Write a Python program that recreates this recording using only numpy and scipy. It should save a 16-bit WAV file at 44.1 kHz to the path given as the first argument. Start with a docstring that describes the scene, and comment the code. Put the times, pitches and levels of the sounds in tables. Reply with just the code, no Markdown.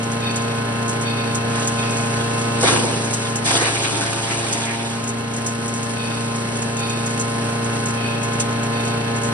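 """An electric chipper shredder in a big workshop shed: a four-bladed rotor hums in blade and shaft tones and blows noisy air.
A branch is pulled in with two loud bites; the rotor slows, twigs and leaves choke the inlet, and the hum recovers.
Crunch, splinters, blows, snaps and rasps are noise shaped by wood and steel; stray chips tick on the housing.
The slipping belt rings its pulley in chirps, and the next branch rustles off the floor.
A camera with two close microphones stands a few metres away."""
import sys
import numpy as np
from scipy import signal
from scipy.fft import rfft, irfft, next_fast_len
from scipy.io import wavfile
from scipy.ndimage import uniform_filter1d, map_coordinates

SR = 44100
rng = np.random.default_rng(int(sys.argv[2]) if len(sys.argv) > 2 else 0)


def unload_wav(signal):
    """Save mono or channel-first audio to the path in sys.argv[1] as 16-bit WAV at rate SR, clipped to [-1, 1]."""
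    wavfile.write(
        sys.argv[1],
        SR,
        np.round(np.clip(np.atleast_2d(signal).T, -1, 1) * 32767).astype(np.int16),
    )


N = 411453

IDLE_HZ = 115.72  # blade passes a second of the unloaded rotor
TOP_HZ = 11800  # the camera's band limit
CHIP_T60_S = 0.1  # a chip's tick falls 60 dB in this time

# parts of the branch in the blades: tip, tip rubbing, butt, stem, fork, side shoots, twigs, leaves, last scraps:
# (start [s], length [s], crunch before echo [dB], splinters before echo [dB],
#  drag on the blade rate [Hz], time constant of the grip [s])
WOOD = [(1.498, 0.067, -32, -36, 0, 0.022), (1.707, 1, -42, -38.5, 0, 0.017),
        (2.598, 0.091, -25, -23.5, 4, 0.013), (2.809, 0.45, -38, -36, 1.04, .007),
        (3.433, 0.11, -25, -24, 5, 0.017), (3.602, 0.12, -29.5, -31, 3, 0.0095),
        (3.764, 0.3, -32, -31, 3, .04), (4.064, 0.55, -33.5, -33.5, 0.95, 0.041),
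        (4.687, 0.25, -39.5, -40.5, 0, 0.038)]
# colour of splinters and dry leaves: (frequency [Hz], relative level [dB])
SPLINTER_COLOUR = [(2000, -8), (4500, 8), (7200, 8), (10000, 8), (11700, -7)]
# colour of a chip on steel: (frequency [Hz], gain [dB])
TICK_COLOUR = [(1500, -23), (4500, -1), (6800, 16.5), (9500, 5), (11700, 1)]


def amp(db):
    """Decibels to gain."""
    return 10 ** (np.asarray(db) / 20)


def unit(x):
    """Scale to rms 1."""
    return x / np.sqrt(np.mean(x ** 2) + 1e-20)


def along(points, hz):
    """Read a curve of (frequency [Hz], value) points on a log axis."""
    f, v = np.transpose(points)
    return np.interp(np.log(hz + 1), np.log(f + 1), v)


def wobble(rate):
    """A smooth random curve, rate knots a second."""
    knots = rng.standard_normal(int(N * rate / SR) + 4)
    return map_coordinates(knots, [np.arange(N) * rate / SR])


def spell(start, length, attack, release):
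    """An envelope that rises, holds and dies away; attack and release are time constants (s)."""
    t = np.arange(N) / SR - start
    rise = 1 - np.exp(-np.maximum(t, 0) / attack)
    return rise * np.exp(-np.maximum(t - length, 0) / release)


def lagged(x, seconds):
    """x followed sluggishly, with this time constant."""
    keep = np.exp(-1 / (seconds * SR))
    return signal.lfilter([1 - keep], [1, -keep], x)


def filtered(x, response):
    """x times a complex response of frequency."""
    m = next_fast_len(N + SR // 2)
    return irfft(rfft(x, m) * response(np.fft.rfftfreq(m, 1 / SR)), m)[..., :N]


def coloured(x, spectrum):
    """x shaped by (frequency [Hz], gain [dB]) points."""
    return filtered(x, lambda hz: amp(along(spectrum, hz)))


def resonate(x, modes):
    """x through parallel resonances of alternating sign: (frequency [Hz], width [Hz], gain [dB])."""
    def response(f):
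        total = 0
        for k, (centre, width, db) in enumerate(modes):
            damping = 1j * f * width
            total = total + (-1) ** k * amp(db) * damping / (centre * centre - f * f + damping)
        return total
    return filtered(x, response)


def grains(rate, spread_db):
    """Two trains of tiny random impacts, rate a second, of scattered sizes."""
    hit = rng.random((2, N)) < rate / SR
    size_db = spread_db * np.minimum(rng.exponential(size=N), 5)
    return unit(hit * rng.standard_normal((2, N)) * amp(size_db))


def strokes(passes, decay, scatter_db):
    """A gain that jumps at every blade pass, each to its own size, and decays (time constant in passes)."""
    size = amp(scatter_db * rng.standard_normal(N // 100))
    return unit(size[passes.astype(int)] * np.exp(-(passes % 1) / decay))


def rotor(passes, sag, choke, clog):
    """Blade-pass hum and its octave, shaft tones, and a whine that changes colour as wood blocks the inlet."""
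    # blade tones, inlet open: (multiple of the blade rate, relative level [dB])
    open_tones = [(1, -0.26), (2, -3.5), (3, -17), (4, -8.5), (5, -13), (6, -16), (7, -14.5), (8, -21.5),
                  (9, -8.5), (10, -29.5), (11, -15), (12, -19.5), (13, -15), (14, -22), (15, -18.5),
                  (16, -32.5), (19, -22.5), (23, -20.5)]
    # blade tones, inlet blocked: (multiple of the blade rate, relative level [dB])
    blocked_tones = [(3, -4.5), (4, -11), (5, -8.5), (6, -6), (7, -5.5), (8, -4.5), (9, -18.5)]
    # tones of the unequal blades: (multiple of the shaft rate, level on the hum's scale [dB])
    shaft_tones = [(2, -25.5), (3, -22), (5, -9), (7, -17), (9, -16.5), (10, -15.5), (14, -14)]

    # the octave sinks by up to 14 dB, and by half of that at a sag of 1.34 Hz
    cutting = 1 - 1 / (1 + (sag / 1.34) ** 6)
    hum = tones(passes, open_tones[:1], flutter=.04) + tones(passes / 4, shaft_tones, flutter=.05)
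    octave = tones(passes, open_tones[1:2], flutter=0.053)
    open_whine = tones(passes, open_tones[2:], flutter=0.077)
    whine = (1 - choke) * open_whine + choke * tones(passes, blocked_tones, flutter=0.15)

    # each gain: dB with a clear housing, less the dB lost when fully clogged
    hum_gain = amp(-26 - 7 * clog)
    octave_gain = amp(-25 - 2.5 * clog - 14 * cutting)
    whine_gain = amp(-24 - 8.5 * clog)
    return hum_gain * hum + octave_gain * octave + whine_gain * whine


def tones(cycles, orders, flutter):
    """Stereo partials of a rotation; turbulence makes them flutter in size and phase, the high ones most."""
    # stereo width of the tones: (frequency [Hz], side against mid [dB])
    tone_width = [(115, -25.5), (230, -15.5), (460, -2.5), (1050, -4.5), (1600, -0.5), (2100, 6), (2600, 4)]
    out, knots = np.zeros((2, N)), np.linspace(0, N, 220)
    mean_hz = cycles[-1] * SR / N
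    for k, db in orders:
        depth = flutter * np.sqrt(k)
        size = np.interp(np.arange(N), knots, depth * rng.standard_normal(len(knots)))
        shift = np.interp(np.arange(N), knots, depth * rng.standard_normal(len(knots)))
        # low partials add up to one pressure dip a cycle; the shed scrambles the high ones
        scramble = (k - 1) / 3 * rng.standard_normal()
        phase = 2 * np.pi * k * cycles + scramble + shift
        mid = -np.cos(phase)
        side = rng.choice([-1, 1]) * amp(along(tone_width, k * mean_hz)) * np.sin(phase)
        out += np.sqrt(2) * amp(db) * (1 + size) * np.array([mid + side, mid - side])
    return out


def load():
    """Wood drags the heavy rotor below idle (Hz), blocks the inlet and clogs the housing with slow-clearing chips."""
    # wood fills the inlet: (start [s], length [s], share blocked [0-1])
    blockages = [(2.63, 0.35, 0.5), (3.44, 1.4, 0.63)]
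    inertia_s = 0.2007  # time constant of slowing down and picking up
    fill_s, clear_s, first_clog = 0.88, 2.08, 0.45  # time constants; clog at the start, 0-1

    t = np.arange(N) / SR
    drag = sum(abs(hz) * ((t >= s) & (t < s + length)) for s, length, _, _, hz, _ in WOOD)
    choke, clear = 0, 1 - first_clog * np.exp(-t / clear_s)
    for s, length, share in blockages:
        choke = choke + share * spell(s, length, attack=0.018, release=0.11)
        clear = clear * (1 - spell(s, length, fill_s, clear_s))
    return lagged(drag, inertia_s), np.clip(choke, 0, 1), 1 - clear


def shredding(passes):
    """Each blade stroke crushes wood in uneven clumps and tears off a spray of splinters."""
    # colour of crushed wood: (frequency [Hz], relative level [dB])
    crunch_colour = [(100, -46), (270, -0.5), (550, -5.5), (1100, 2), (3000, 4.5), (4400, 2), (7000, -40)]
    _, _, crunch_db, splinters_db, _, _ = np.transpose(WOOD)
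    run_out_s = 0.14  # time constant of the release
    power = np.array([spell(s, length, grip, run_out_s) for s, length, *_, grip in WOOD]) ** 2
    coarse, fine = np.sqrt(amp([crunch_db, splinters_db]) ** 2 @ power)

    bite = strokes(passes, decay=10.0, scatter_db=1.0)
    clumps = amp(2.3 * wobble(60))
    fibres = bite * clumps * grains(rate=1700, spread_db=2.2)
    crunch = unit(coloured(patchy(fibres, depth_db=3), crunch_colour))
    splinters = unit(coloured(bite * grains(rate=6000, spread_db=3.0), SPLINTER_COLOUR))
    return shed(coarse * crunch + fine * splinters, wet_db=1.0)


def patchy(x, depth_db):
    """The crunch is blotchy: brief random patches of gain over time and frequency."""
    z = signal.stft(x, nperseg=256)[2]
    field = uniform_filter1d(rng.standard_normal(z.shape[1:]), size=3, axis=0)
    field = uniform_filter1d(field, size=8, axis=1)
    return signal.istft(z * amp(depth_db * unit(field)), nperseg=256)[1][:, :N]


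def chops(passes):
    """Thick wood takes a few blade blows in a row, which boom in the steel housing."""
    # blows: (middle [s], standard deviation [s], relative level [dB], share of hard crack against dull thud [0-1])
    blow_times = [(2.647, 0.013, -15.5, 0.71), (2.734, 0.009, -20, 0.2), (2.759, 0.014, -21.5, 0.13),
                  (2.845, 0.012, -27, 1), (3.546, 0.013, -24.5, 0.54), (3.626, 0.0043, -22, 0.6),
                  (3.936, 0.01, -25.5, 0.15)]
    # housing under a dull thud: (frequency [Hz], width [Hz], relative gain [dB])
    thud_modes = [(266, 78, 0), (360, 76, -1), (472, 35, -11)]
    # housing under a hard crack: (frequency [Hz], width [Hz], relative gain [dB])
    crack_modes = [(473, 41, 7.5), (726, 110, -2.5), (937, 64, 3.5)]

    t, thud, crack = np.arange(N) / SR, 0, 0
    for s, spread, db, hard in blow_times:
        force = amp(db + 1.0) * np.exp(-.5 * ((t - s) / spread) ** 2)
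        thud = thud + force * np.sqrt(np.clip(1 - hard, 0, 1))
        crack = crack + force * np.sqrt(np.clip(hard, 0, 1))
    blows = strokes(passes, decay=0.86, scatter_db=1.5) * rng.standard_normal((2, N))
    boom = thud * unit(resonate(blows, thud_modes)) + crack * unit(resonate(blows, crack_modes))
    return shed(boom, wet_db=-8)


def snaps():
    """A piece of wood breaks off with a hard crack of band noise, each at its own listed pitch."""
    # breaks: (time [s], starting level before echo [dB], pitch [Hz])
    breaks = [(2.633, -16, 800), (2.644, -17, 750), (2.696, -28, 2500), (2.735, -19, 1400),
              (2.762, -16, 380), (3.463, -21, 3800), (3.483, -20, 2200), (3.509, -14, 1100),
              (3.555, -18, 500), (3.662, -23, 900), (3.683, -19, 750), (3.833, -24, 2600),
              (4.13, -22, 2200)]
    t60_s, spread = 0.06, 1.5  # decay by 60 dB; band edges as a ratio to the pitch
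    out, t = np.zeros((2, N + SR)), np.arange(SR // 8) / SR
    for s, db, hz in breaks:
        edges = [hz / spread, min(hz * spread, TOP_HZ)]
        band = signal.butter(1, edges, "bandpass", fs=SR)
        ring = unit(signal.lfilter(*band, rng.standard_normal((2, len(t)))))
        out[:, round(s * SR):][:, :len(t)] += amp(db - 60 * t / t60_s) * ring
    return shed(out[:, :N], wet_db=-15)


def twigs(passes):
    """Tough twigs rasp, stroke by stroke, as they are dragged through."""
    # twigs scraping in the inlet: (middle [s], level [dB])
    scrapes = [(3.66, -26), (4.06, -34.5), (4.32, -29), (4.58, -32), (4.706, -27.5)]
    # their rasp: (frequency [Hz], width [Hz], relative gain [dB])
    rasp_modes = [(1580, 314, 1), (2200, 420, 11)]
    t, spread_s = np.arange(N) / SR, 0.035  # standard deviation of a scrape
    drag = sum(amp(db) * np.exp(-.5 * ((t - s) / spread_s) ** 2) for s, db in scrapes)
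    scraping = strokes(passes, decay=0.88, scatter_db=1) * rng.standard_normal((2, N))
    return drag * unit(resonate(scraping, rasp_modes))


def air(passes, clog):
    """Air and grit rush through the housing, throbbing with each turn and each blade, over the buzz of the drive."""
    # colour of the rush: (frequency [Hz], relative level [dB])
    air_colour = [(45, -20), (100, -5.5), (190, 0.5), (300, -1.5), (500, -4.5), (850, -7), (1200, -10),
                  (1900, -8), (2700, -12.5), (4300, -18), (4700, -16.5), (7500, -17.5), (11700, -21)]
    flow = rng.standard_normal((2, N))
    grit = grains(rate=900, spread_db=-0.5) * amp(1.3 * wobble(14))
    unrest_db = .45 * wobble(7) + .4 * wobble(30)
    turn_throb_db = 1.6 * np.cos(np.pi * passes / 2)
    blade_throb_db = 0.6 * np.cos(2 * np.pi * passes)

    # a clogged housing weakens the rush by up to 4 dB and the buzz by up to 5 dB
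    rush = amp(-28 - 4 * clog + unrest_db) * unit(coloured(flow + 0.41 * grit, air_colour))
    return amp(turn_throb_db + blade_throb_db) * (rush + amp(-35 - 5 * clog) * buzz(passes))


def buzz(passes):
    """Bearings and housing rattle the same way at every turn: a dense comb of shaft tones around the blade tones."""
    # strength of the shaft tones: (frequency [Hz], relative level per tone [dB])
    buzz_colour = [(200, -16), (480, 0), (900, 4.5), (1400, -2.5), (2500, -10.5), (3150, -0.5),
                   (3350, -4.5), (3600, -5), (4400, -2), (4800, -30)]
    order, size = np.arange(300), 8192  # multiples of the shaft rate; samples in one turn
    hz = order * IDLE_HZ / 4
    treble = hz > 1900
    # in the treble, half multiples of the blade rate stand out by one step of 4.2 dB, full ones by two
    steps = 1. * (order % 2 == 0) + (order % 4 == 0)
    db = along(buzz_colour, hz) + 4.2 * steps * treble
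    # below the treble the blade tones are left to the rotor
    apart = (order % 4 > 0) | treble
    turn = irfft(apart * amp(db) * np.exp(2j * np.pi * rng.random((2, len(order)))), size)
    angle = passes / 4 % 1 * size
    return unit(np.array([np.interp(angle, np.arange(size), side, period=size) for side in turn]))


def chips():
    """A flung chip ticks on the steel in a dying burst of noise; a heavy one adds a duller knock."""
    # chips striking the housing: (time [s], strength before colouring [dB])
    strikes = [(0.357, -28.5), (1.349, -28), (1.672, -25), (1.968, -32.5), (3.134, -25.5), (3.355, -26),
               (3.611, -30), (4.525, -23.5), (5.074, -32.5), (5.462, -25.5), (5.736, -33.5), (7.059, -30.5),
               (7.208, -31.5), (8.229, -31), (8.3983, -23)]
    # colour of the knock: (frequency [Hz], gain [dB])
    knock_colour = [(800, -30), (2500, 3), (6000, 0.5), (9000, -29)]
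    tick, knock, t = np.zeros((2, N + SR)), np.zeros((2, N + SR)), np.arange(SR // 6) / SR
    attack_s = 0.0025  # time constant
    fall = (1 - np.exp(-t / attack_s)) * amp(-60 * t / CHIP_T60_S)
    heaviest_db = max(db for _, db in strikes)
    for s, db in strikes:
        burst = amp(db) * fall / fall.max() * rng.standard_normal((2, 2, len(t)))
        # the knock fades another 3.7 dB for each dB below the heaviest chip
        knock_gain = amp(3.5 + 3.7 * (db - heaviest_db))
        tick[:, round(s * SR):][:, :len(t)] += burst[0]
        knock[:, round(s * SR):][:, :len(t)] += burst[1] * knock_gain
    return coloured(tick[:, :N], TICK_COLOUR) + coloured(knock[:, :N], knock_colour)


def spray():
    """Small chips keep flying out and patter on the steel and the floor."""
    per_s, largest_db = 20, -30.5  # strength of the largest, before colouring
    t = np.arange(SR // 6) / SR
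    hits = (rng.random(N) < per_s / SR) * rng.random(N) ** 2
    fall = signal.fftconvolve(hits, amp(-60 * t / CHIP_T60_S))[:N]
    return coloured(amp(largest_db) * fall * rng.standard_normal((2, N)), TICK_COLOUR)


def belt():
    """The belt slips in short fluttering spells and rings the pulley; some slips are shriller than others."""
    # chirps: (start [s], level of the low ring before echo [dB], relative shrillness [dB])
    chirp_times = [(.21, -35, 5), (1.04, -35.5, 6), (1.77, -35, 1), (5.96, -35.5, 3), (6.77, -35.5, 6),
                   (7.97, -32.5, -3), (8.72, -39, 6)]
    # the pulley's low resonances: (frequency [Hz], width [Hz], relative gain [dB])
    low_modes = [(2520, 46, -3), (3270, 57, -15)]
    # the pulley's high resonances: (frequency [Hz], width [Hz], relative gain [dB])
    high_modes = [(3630, 23, -14), (4520, 70, -21.5)]
    low, high = 0, 0
    for s, db, shrill_db in chirp_times:
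        chirp = amp(db) * spell(s, length=0.11, attack=0.01, release=0.18)
        low = low + chirp
        high = high + chirp * amp(shrill_db - 4.5)
    slips = rng.standard_normal((2, N)) * amp(2 * wobble(90))
    ring = low * unit(resonate(slips, low_modes)) + high * unit(resonate(slips, high_modes))
    return shed(ring, wet_db=-8)


def gathering():
    """Dry leaves and twigs rustle in many tiny impacts as the next branch is picked up off the floor."""
    leaves = grains(rate=1300, spread_db=0.5) * amp(1.8 * wobble(22))
    rustle = unit(coloured(leaves, SPLINTER_COLOUR))
    return amp(-38) * spell(5.4, length=2.4, attack=0.028, release=0.39) * rustle


def shed(x, wet_db):
    """Add the shed's echo, a tail of decaying noise; treble dies first."""
    # echo times: (frequency [Hz], decay by 60 dB [s])
    echo_t60 = [(200, 1), (2000, 0.18), (10000, 0.053)]
    hz, t, z = signal.stft(rng.standard_normal((2, SR // 2)), SR, nperseg=256)
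    decay = amp(-60 * t / along(echo_t60, hz)[:, None])
    tail = signal.istft(z * decay, SR, nperseg=256)[1]
    echo = signal.fftconvolve(x, tail / np.linalg.norm(tail[0]), axes=1)[:, :N]
    return x + amp(wet_db) * echo


def stereo_image(pair):
    """Blend two unrelated signals into left and right, with a likeness and phase that vary with frequency."""
    # (frequency [Hz], left-right likeness before the phase turn [0-1])
    likeness = [(120, .95), (400, .6), (1500, .4), (3500, .55), (4500, .25), (5900, .4), (6600, 1),
                (7500, 1), (8000, .6), (8700, .99), (9900, .98), (10500, .55), (11000, 1)]
    # from narrow to wide to opposed: (frequency [Hz], phase by which left leads [rad])
    left_lead = [(1600, 0), (1900, 2.8), (2300, 3.3), (2650, 6.8), (3200, 8.7), (5700, 10.4), (6500, 9.42),
                 (7550, 9.42), (8600, 6.28), (10300, 6.28), (10900, 3.14)]

    def blend(hz):
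        turn = np.arccos(np.clip(along(likeness, hz), -1, .9995)) / 2
        return np.array([np.cos(turn), np.sin(turn)])

    mid, side = filtered(pair, blend)
    left_right = np.array([mid + side, mid - side])
    return filtered(left_right, lambda hz: np.exp(.5j * np.outer([1, -1], along(left_lead, hz))))


def scene():
    """One rotor, slowed by the wood, drives the tones and the cutting; standing waves favour one side or the other."""
    # (frequency [Hz], left over right [dB])
    left_lean = [(240, 1.4), (440, -5), (620, 6), (850, -1.3), (6000, -0.04)]
    sag, choke, clog = load()
    passes = np.cumsum(IDLE_HZ - sag) / SR  # blade passes so far
    wood = shredding(passes) + chops(passes) + snaps() + twigs(passes)
    loose = chips() + spray() + gathering()
    pair = rotor(passes, sag, choke, clog) + stereo_image(air(passes, clog) + wood + loose + belt())
    return filtered(pair, lambda hz: amp(np.outer([.5, -.5], along(left_lean, hz))))


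def record(dry):
    """The camera rounds off the highest peaks and keeps nothing above its band limit."""
    rounded = dry / (1 + (dry / .75) ** 4) ** .25
    return filtered(rounded, lambda hz: hz < TOP_HZ)


dry = scene()
out = record(dry)
unload_wav(out)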